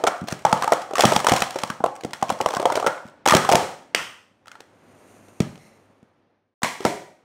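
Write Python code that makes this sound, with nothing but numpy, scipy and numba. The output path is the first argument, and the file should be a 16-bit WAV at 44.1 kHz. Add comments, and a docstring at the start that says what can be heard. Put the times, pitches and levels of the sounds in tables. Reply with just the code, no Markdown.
"""Fast, hollow clatter of plastic cups stacked up and down on a cloth mat, close by in a small hard room. Each
blow rings the air inside a cup, its thin wall and rim, and the table. A hand clap ends the run; a timer is
lifted with the mat and set down. The sound fades out and the scene changes: two cups are struck in another
room."""
import sys
import numpy as np
from scipy import signal
from scipy.fft import rfft, irfft
from scipy.io import wavfile
from scipy.ndimage import uniform_filter1d, minimum_filter1d
from numba import njit

SR = 44100
rng = np.random.default_rng(int(sys.argv[2]) if len(sys.argv) > 2 else 0)


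def generate_wav(signal):
    """Clip the signal to [-1, 1] and save it as 16-bit WAV at the path in sys.argv[1]."""
    frames = np.transpose(np.atleast_2d(signal))
    scaled = np.clip(frames, -1, 1) * 32767
    pcm = np.round(scaled).astype(np.int16)
    wavfile.write(sys.argv[1], SR, pcm)


N = 319284

# Room air level after the clap: a swell, then a fade before the scene changes. Each row: time in seconds, level
# in dB.
AIR_LEVELS = [(4.38, -63.5), (4.92, -52.5), (5.15, -52), (5.45, -54.5), (5.74, -55), (6.1, -62.5),
              (6.36, -67), (6.54, -78.5)]
# Room air spectrum. Each row: frequency in Hz, relative density in dB.
AIR_SPECTRUM = [(18, -7.5), (40, -10.5), (87, -16), (275, -8.5), (448, -13), (560, -11), (625, -13.5),
                (1810, -24), (2120, -26), (6000, -42), (7800, -73), (13200, -120)]
# Mat drags. Each row: peak time in seconds, level in dB, rise and fall in dB per second.
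MAT_DRAGS = [(5.12, -61.5, 38, 31), (5.66, -64, 30, 70)]
# Room tail. Each row: band centre in Hz, T60 in seconds, weight in dB.
ROOM_BANDS = [(90, 0.48, -25), (180, 0.26, -22), (360, 0.42, -22), (720, 0.14, -19.5), (1333, 0.49, -14),
              (2780, 0.38, -26), (6260, .52, -22), (11100, 0.46, -17)]

# Broad resonances. Each row: centre in Hz, width in Hz, relative level in dB.
MAT_BANDS = [(1230, 610, 0), (2100, 300, 2.5), (2560, 490, 4.5), (4260, 940, -4.5), (6570, 1400, 2.5),
             (8650, 560, 4), (10500, 1500, -2.5), (13000, 3000, -9)]
TIMER_SLIDE_BANDS = [(2100, 200, 2.5), (4100, 350, -6), (5500, 500, -8)]
SECOND_ROOM_BANDS = [(400, 510, 5.5), (990, 180, 4), (2120, 570, 10.5), (4860, 6200, 5), (12300, 8000, 7.5)]
PALM_BANDS = [(630, 1700, -8), (1360, 450, -6.5), (1940, 280, -3), (2840, 820, 0.5), (5320, 2000, -11.5),
              (8150, 2100, -17.5), (12000, 5700, -28.5)]
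WALL_BANDS = [(1936, 1700, 1), (2250, 1700, -9), (3190, 590, 0), (4120, 380, -5)]
RIM_BANDS = [(4560, 3300, 1), (5633, 360, 5), (6060, 3300, 5.5), (8490, 1200, 2.5), (10700, 1700, -4),
             (14300, 4100, -9.5)]
STACK_BANDS = [(640, 360, -2), (1250, 140, -16)]

# Table top. Each row: frequency in Hz, relative level in dB, T60 in seconds.
TABLE_MODES = [(94.5, -8, 0.026), (149, -1, .03), (200.6, 10.5, 0.018), (237, 3, 0.0087)]
# Slammed stacks, the timer set down and lighter bumps. Each row: start in seconds, level in dB.
TABLE_THUDS = [(0.217, -19.5), (0.2291, -23.5), (0.239, -22), (0.3237, -16.5), (0.4529, -18), (0.529, -10),
               (1.044, -8.5), (1.0528, -2), (1.053, -6), (1.1633, -14.5), (1.317, -5.5), (1.3198, -4),
               (1.3353, -14), (1.4205, -19.5), (1.6346, -23.5), (1.701, -22), (1.8043, -25),
               (2.0484, -18.5), (2.2262, -21), (2.2927, -26.5), (2.3207, -21), (2.413, -22.5),
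               (2.5676, -23.5), (3.053, -29.5), (3.3223, -9.5), (3.3501, -0.5), (3.5155, -17),
               (3.534, -16.5), (3.5459, -4.5), (4.313, -53), (5.4043, -3.5), (5.472, -30), (5.527, -32),
               (5.9, -46.5), (6.028, -38.5), (6.6331, -18.5), (6.8531, -12.5)]
# Idle cups. Each row: start and end of excitation in seconds, pitch in Hz, coupling in dB.
IDLE_CUPS = [(0.06, 0.09, 1300, -58), (2.84, 2.9, 1382, -59), (6.63, 6.66, 994, -54.5)]
# Cups brushing together. Each row: start and end in seconds, ticks per second, cavity level in dB.
RATTLE_SPANS = [(0.274, 0.335, 160, -34), (0.46, 0.901, 19.6, -32), (0.95, 1.065, 70, -29.5),
                (1.069, 1.449, 30, -25.5), (1.444, 1.721, 40, -35.5), (1.95, 2.45, 25, -39),
                (0.144, 0.275, 40, -40), (0.339, 0.446, 30, -42), (2.5, 2.902, 37, -29.5),
                (3.05, 3.108, 110, -50), (3.253, 3.372, 120, -26), (3.52, 3.559, 120, -27),
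                (6.81, 6.847, 60, -37)]
# Timer unclipped, carried, set down. Each row: start in seconds, pitch in Hz, body and edge drive in dB.
TIMER_BLOWS = [(4.458, 1230, -40, -53), (4.4712, 815, -39.5, -45), (4.4813, 1420, -38, -40.5),
               (4.5161, 1490, -33.5, -36.5), (4.5538, 1350, -31, -45), (4.6046, 517, -37, -37.5),
               (5.2841, 438, -46, -50), (5.4034, 403, -15, -19.5), (5.4192, 473, -27, -34.5),
               (5.556, 617, -45, -47), (5.577, 401, -39, -48.5), (6.029, 403, -52, -58)]
# Cup on cup or mat. Each row: start in seconds, cavity pitch in Hz, cavity and edge drive in dB.
CUP_BLOWS = [(0.039, 662, -6.5, -22.5), (0.0492, 590, -14.5, -41), (0.068, 1290, -12.5, -21.5),
             (0.0724, 677, -4.5, -19.5), (0.077, 1327, -8, -21), (0.0815, 640, -13.5, -24),
             (0.2846, 720, -23.5, -23.5), (0.3233, 401.4, -20.5, -23), (0.4512, 873, 0, -13.5),
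             (0.4661, 794, -11.5, -30), (0.528, 860, 1, -12), (0.6232, 1062, -12, -21),
             (0.6347, 1143, -14, -30), (0.643, 787, -11.5, -23.5), (0.6774, 815, -8, -24.5),
             (0.7215, 687, 0.5, -14), (0.727, 1310, -7.5, -23), (0.734, 617.2, -11, -19),
             (0.9098, 719, -19.5, -38), (0.9351, 599, -16, -31.5), (0.9553, 1248, -14.5, -22),
             (0.9706, 1263, -22, -26.5), (0.9828, 727.5, -11, -16), (0.994, 681, -8.5, -18),
             (0.9985, 725.4, -9, -18.5), (1.007, 840, -12.5, -4), (1.0205, 1180, -18, -11.5),
             (1.0373, 602, -1, -20.5), (1.043, 770, 5, -17), (1.0524, 1292, -7.5, -1),
             (1.0685, 659, -17, -18.5), (1.1215, 605, -4.5, -21.5), (1.1342, 403.3, -27, -22),
             (1.1522, 790, -18.5, -24), (1.1629, 824, -5.5, -12.5), (1.2018, 812, -20.5, -23.5),
             (1.2454, 621, -12, -21), (1.2685, 857, -0.5, -5.5), (1.2863, 659, -5, -13.5),
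             (1.2948, 788, -10, -9.5), (1.3198, 754, -2.5, -6.5), (1.3366, 743, -8, -18),
             (1.3623, 1050, -21, -15), (1.3737, 1033, -16, -25.5), (1.405, 950, -24, -24),
             (1.4208, 820, -9, -12), (1.5069, 1032, -36, -28), (1.559, 577, -14.5, -26),
             (1.5869, 879, -23, -22), (1.6352, 840, -12.5, -20.5), (1.7013, 1117, -15, -24),
             (1.8043, 844, -20.5, -53), (1.8404, 722, -4, -25.5), (1.8618, 680, -11.5, -31.5),
             (2.0361, 540, -25, -33), (2.0482, 441, -17, -30), (2.1336, 950, -23, -22.5),
             (2.2261, 733, -7, -21), (2.2936, 795, -34, -29.5), (2.3021, 727, -8, -19.5),
             (2.3227, 797, -39.5, -31.5), (2.4041, 770, -10.5, -36.5), (2.4117, 393, -18, -21),
             (2.4609, 722, -2.5, -19.5), (2.4874, 793, -18.5, -27.5), (2.5069, 644, -18, -29),
             (2.5375, 746, -13, -29), (2.5677, 1049, -9, -23.5), (2.5987, 573, -12.5, -24.5),
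             (2.6273, 690, -13.5, -33.5), (2.6558, 675, 0, -15.5), (2.7013, 1016, -11, -28.5),
             (2.7222, 560, -15, -28), (2.7549, 641, -11.5, -16), (2.7671, 610, -21.5, -26),
             (2.7748, 610, -9, -28), (2.7997, 692, -15, -27.5), (2.8272, 778, -13, -37.5),
             (2.8449, 562, -13.5, -34), (2.8646, 894, -4, -21.5), (2.87, 1315, -8, -17.5),
             (2.8773, 555.6, -9.5, -25.5), (2.9785, 1345, -27, -49), (3.2568, 1177, -20.5, -23),
             (3.2608, 781, -4.5, -16), (3.2757, 472, -9.5, -10), (3.2849, 950, 1.5, -1),
             (3.296, 1252, -3, -6), (3.3074, 1303, -4, -6.5), (3.3227, 1238, 2, -10),
             (3.334, 666.4, -4.5, -14), (3.3391, 636, -1, -15), (3.3495, 383, -2.5, -4.5),
             (3.3625, 517, -7, -18.5), (3.3673, 1605, -11.5, -10), (3.4491, 1030, -13, -18.5),
             (3.4908, 778, -3, -16.5), (3.4985, 626, -16, -19.5), (3.5158, 553, -6, -14.5),
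             (3.5225, 670, -1.5, -6.5), (3.5295, 622, -7.5, -10.5), (3.535, 606, 6.5, -12),
             (3.5464, 680, -5, -15.5), (3.5541, 688, -2.5, -5), (6.6205, 730, -27, -40),
             (6.6325, 954, -15.5, -10.5), (6.645, 978, -14.5, -28), (6.8056, 424, -23.5, -33.5),
             (6.8515, 524, -4, -15)]

CLAP_S, TIMER_SLIDE_S, SECOND_ROOM_S = 3.9475, 5.58, 6.62
AIR_BEFORE_CLAP_DB, SECOND_ROOM_AIR_DB = -55.5, -62.5
HUM_HZ, HUM_OFFSET_DB = 100, -9.5
ECHO_S, ECHO_DB = 0.0128, -19
MAT_PLACES = 3
RATTLE_HZ, RATTLE_EDGE_DB, RATTLE_SCATTER_DB = 800, -1.5, 3
SHELL_HZ, SHELL_T60_S = 1319.6, 0.024
CHATTER_PEAK_S, CHATTER_GROWTH_PER_DB = 0.0015, 0.0082  # peak time for edge drive 11 dB under cavity
THUD_RE_CAVITY_DB = -22.5
BASS_CUT_HZ, SHELF_HZ, SHELF_DB, TOP_HZ = 100, 15800, -11.5, 16900
LIMIT_DB, RELEASE_S, AHEAD_S = -0.8, 0.03, 0.003


def undb(db):
    return 10 ** (np.asarray(db) / 20)


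def unit_rms(x):
    return x / np.sqrt(np.mean(x ** 2))


def add(out, start_s, sound):
    i = int(start_s * SR)
    sound = sound[:len(out) - i]
    out[i:i + len(sound)] += sound


def envelope(t, t60_s, rise_s):
    """Exponential rise and decay, peak 1."""
    shape = (1 - np.exp(-t / rise_s)) * np.exp(-np.log(1000) * t / t60_s)
    return shape / shape.max()


def spectrum(bands):
    """Gain against Hz of a set of broad resonances."""
    return lambda hz: np.sqrt(sum(undb(2 * db) / (1 + (2 * (hz - centre_hz) / width_hz) ** 4)
                                  for centre_hz, width_hz, db in bands))


def noise(colour, count):
    """Noise with spectrum colour(Hz), rms 1."""
    hz = np.fft.rfftfreq(count, 1 / SR) + 1
    return unit_rms(irfft(rfft(rng.standard_normal(count)) * colour(hz), count))


def flicker(depth_db, samples):
    """Random gain, smoothed over the given samples."""
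    return undb(depth_db * unit_rms(uniform_filter1d(rng.standard_normal(N), samples)))


def click(bands):
    """One tick with the smooth spectrum of the bands, energy 1."""
    tick = np.roll(irfft(spectrum(bands)(np.fft.rfftfreq(512, 1 / SR))), 256)
    return tick / np.linalg.norm(tick)


def ring(t, modes, draws, rise_s, scatter_db, glide=0.):
    """Struck modes, peak 1. The strike point sets their shares, the grip detunes them."""
    hz, db, t60_s = np.array(modes).T
    hz = hz * (1 + 0.063 * draws[:len(hz)])
    gains = undb(db + scatter_db * draws[-len(hz):])
    bent_s = t * (1 + glide * np.exp(-t / 0.00075))
    out = sum(gain * envelope(t, decay_s, rise_s) * np.sin(2 * np.pi * f * bent_s)
              for f, gain, decay_s in zip(hz, gains, t60_s))
    return out / np.abs(out).max()


def room_air(t):
    """Low air noise and a wavering mains hum."""
    contour_db = np.interp(t, *np.transpose(AIR_LEVELS))
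    air_db = np.select([t < CLAP_S, t > SECOND_ROOM_S], [AIR_BEFORE_CLAP_DB, SECOND_ROOM_AIR_DB],
                       contour_db)
    hz, db = np.transpose(AIR_SPECTRUM)
    air = noise(lambda f: undb(np.interp(np.log(f), np.log(hz), db)), N)
    waver = 0.44 * noise(spectrum([(HUM_HZ, 25, 0)]), N)
    hum = unit_rms(np.sin(2 * np.pi * HUM_HZ * t) + waver)
    return undb(air_db) * air + undb(contour_db + HUM_OFFSET_DB) * hum


def mat_drag(t):
    """Cloth dragged over the table; its fibres catch unevenly."""
    level = sum(undb(db - np.where(t < peak_s, rise * (peak_s - t), fall * (t - peak_s)))
                for peak_s, db, rise, fall in MAT_DRAGS)
    return level * flicker(depth_db=1.3, samples=600) * noise(spectrum(MAT_BANDS), N)


def timer_slide(t):
    """Faint friction of the timer's shell."""
    return undb(-62) * envelope(t, t60_s=0.58, rise_s=0.066) * noise(spectrum(TIMER_SLIDE_BANDS), len(t))


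def background():
    """Air, hum and friction, muted briefly before the second room."""
    t = np.arange(N) / SR
    out = room_air(t) + mat_drag(t)
    add(out, TIMER_SLIDE_S, timer_slide(t[:SR // 2]))
    mute_s = AIR_LEVELS[-1][0]
    return out * ((t < mute_s) | (t > SECOND_ROOM_S))


def room(x):
    """Diffuse tail, decaying octave by octave."""
    t = np.arange(int(0.7 * SR)) / SR
    tail = 0
    for hz, t60_s, db in ROOM_BANDS:
        band = noise(spectrum([(hz, 1.2 * hz, 0)]), len(t))
        tail += undb(db - 71.5) * np.sqrt(hz / t60_s) * envelope(t, t60_s, rise_s=0.002) * band
    return signal.fftconvolve(x, tail)[:N]


def second_room(wet):
    """Reflections turn louder and brighter after SECOND_ROOM_S."""
    late = wet * (np.arange(N) > SECOND_ROOM_S * SR)
    colour = spectrum(SECOND_ROOM_BANDS)(np.fft.rfftfreq(N, 1 / SR))
    return wet - late + irfft(rfft(late) * colour, N)


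def opening_tail():
    """Room tail of a blow 30 ms before the start."""
    blow = np.zeros(N)
    add(blow, 0, undb(7) * (click(STACK_BANDS) + 0.16 * click(WALL_BANDS) + 0.1 * click(RIM_BANDS)))
    return room(blow)[int(0.03 * SR):]


def idle_cups(x):
    """Standing cups pick up nearby blows and ring on."""
    t, scene_s = np.arange(int(0.7 * SR)) / SR, np.arange(N) / SR
    out = np.zeros(N)
    for start_s, end_s, hz, db in IDLE_CUPS:
        band = noise(spectrum([(hz, 170, 0)]), len(t))
        response = undb(db) * envelope(t, t60_s=0.5, rise_s=0.012) * band
        out += signal.oaconvolve(x * (scene_s > start_s) * (scene_s < end_s), response)[:N]
    return out


def table_thuds():
    """Low thuds of the table top, from slammed stacks, the timer set down and lighter bumps."""
    out, t = np.zeros(N), np.arange(int(0.09 * SR)) / SR
    for start_s, db in TABLE_THUDS:
        thud = ring(t, TABLE_MODES, rng.standard_normal(8), rise_s=0.011, scatter_db=0.61)
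        add(out, start_s, undb(db) * thud)
    return out


def clap():
    """Air squeezed from between the palms. Returns direct sound and room send."""
    direct, send, t = np.zeros(N), np.zeros(N), np.arange(int(0.013 * SR)) / SR
    burst = undb(-1.5) * envelope(t, t60_s=0.011, rise_s=0.0021)
    add(direct, CLAP_S, burst * noise(spectrum(PALM_BANDS), len(t)))
    add(send, CLAP_S, np.linalg.norm(burst) * click(PALM_BANDS))
    return direct, send


def rattle():
    """Light random ticks of cups sliding together, as rows like CUP_BLOWS."""
    rows = []
    for start_s, end_s, per_s, db in RATTLE_SPANS:
        span_s = end_s - start_s
        for when, pitch, cavity, edge in rng.random((30, 4))[:int(span_s * per_s) + 1]:
            cavity_db = db + RATTLE_SCATTER_DB * (2 * cavity - 1)
            edge_db = db + RATTLE_EDGE_DB + RATTLE_SCATTER_DB * (2 * edge - 1)
            rows.append((start_s + when * span_s, RATTLE_HZ * 2 ** (pitch - 0.5), cavity_db, edge_db))
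    return rows


def plastic_blows(rows, t60_s, rim_offset_db, shell_db):
    """Cavity ring, edge chatter and table thud. Returns direct sound, thuds and a room send per place."""
    out, t = np.zeros((2 + MAT_PLACES, N)), np.arange(int(0.09 * SR)) / SR
    direct, thuds, *sends = out
    blow_draws = rng.standard_normal((300, 19))
    chatter = flicker(depth_db=3, samples=35)  # edges touch several times
    wall = chatter * noise(spectrum(WALL_BANDS), N)
    rim = chatter * noise(spectrum(RIM_BANDS), N)
    for k, ((start_s, hz, cavity_db, edge_db), draws) in enumerate(zip(rows, blow_draws)):
        # neighbouring cups answer lower and higher; the closing gap bends the pitch
        modes = [(hz, 0, t60_s), (0.72 * hz, -7, t60_s), (1.399 * hz, -7, 0.8 * t60_s),
                 (1.5 * hz, -13, t60_s), (SHELL_HZ, shell_db, SHELL_T60_S)]
        cavity = ring(t, modes, draws[:10], rise_s=0.0017, scatter_db=2.9, glide=0.14 * draws[0])
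        cavity *= undb(cavity_db)

        peak_s = CHATTER_PEAK_S * np.exp(CHATTER_GROWTH_PER_DB * (edge_db - cavity_db + 11))
        contact = t / peak_s * np.exp(1 - t / peak_s)
        wall_gain, rim_gain = undb(edge_db - 5), undb(edge_db + rim_offset_db + draws[-1])
        i = int(start_s * SR / 2)
        edges = contact * (wall_gain * wall[i:i + len(t)] + rim_gain * rim[i:i + len(t)])
        add(direct, start_s - 0.0008, cavity + edges)

        thud = ring(t, TABLE_MODES, draws[10:-1], rise_s=0.0083, scatter_db=3)
        add(thuds, start_s, undb(cavity_db + THUD_RE_CAVITY_DB) * thud)

        # summed over all directions the spectrum is smoother and the whole stack joins in
        stack = np.linalg.norm(cavity) * click([(hz, 0.5 * hz, 0), *STACK_BANDS])
        tick = np.linalg.norm(contact) * (wall_gain * click(WALL_BANDS) + rim_gain * click(RIM_BANDS))
        add(sends[k % MAT_PLACES], start_s, 0.58 * cavity)
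        add(sends[k % MAT_PLACES], start_s, 0.66 * stack + tick)
    return out


def scene():
    """Cups, timer and clap with their reflections, over the background; mono."""
    cups = plastic_blows(CUP_BLOWS + rattle(), t60_s=0.022, rim_offset_db=-7, shell_db=-13)
    timer = plastic_blows(TIMER_BLOWS, t60_s=0.019, rim_offset_db=-8, shell_db=-18)
    direct, thuds, *sends = cups + timer
    clap_direct, clap_send = clap()
    direct += clap_direct
    thuds += table_thuds()
    wet = sum(room(send) for send in sends) + room(clap_send)
    wet += undb(-1) * room(thuds)  # thuds travel mostly through the table
    add(wet, 0, opening_tail())
    wet += undb(ECHO_DB) * np.roll(direct, int(ECHO_S * SR))  # near wall
    return (direct + thuds + second_room(wet) + idle_cups(sum(sends)) + background())[None]


@njit
def limiter_release(ceiling, rate):
    """Gain drops at once and creeps back."""
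    out, gain = np.empty(len(ceiling)), 1.
    for i in range(len(ceiling)):
        gain = min(ceiling[i], gain + rate * (1 - gain))
        out[i] = gain
    return out


def record(dry):
    """The microphone drops deep bass and top; a look-ahead limiter ducks the loudest blows."""
    x = signal.sosfilt(signal.butter(2, BASS_CUT_HZ, "high", fs=SR, output="sos"), dry)
    shelf_ramp = np.clip((np.fft.rfftfreq(N, 1 / SR) - SHELF_HZ) / 300 + 0.5, 0, 1)
    x = irfft(rfft(x) * undb(SHELF_DB * shelf_ramp), N)
    ahead = int(AHEAD_S * SR)
    ceiling = np.minimum(1, undb(LIMIT_DB) / (np.abs(x[0]) + 1e-9))
    gain = limiter_release(minimum_filter1d(ceiling, size=2 * ahead + 1), 1 / (RELEASE_S * SR))
    limited = x * uniform_filter1d(gain, size=ahead)
    return signal.sosfilt(signal.ellip(12, 0.2, 90, TOP_HZ, fs=SR, output="sos"), limited)


dry = scene()
out = record(dry)
generate_wav(out)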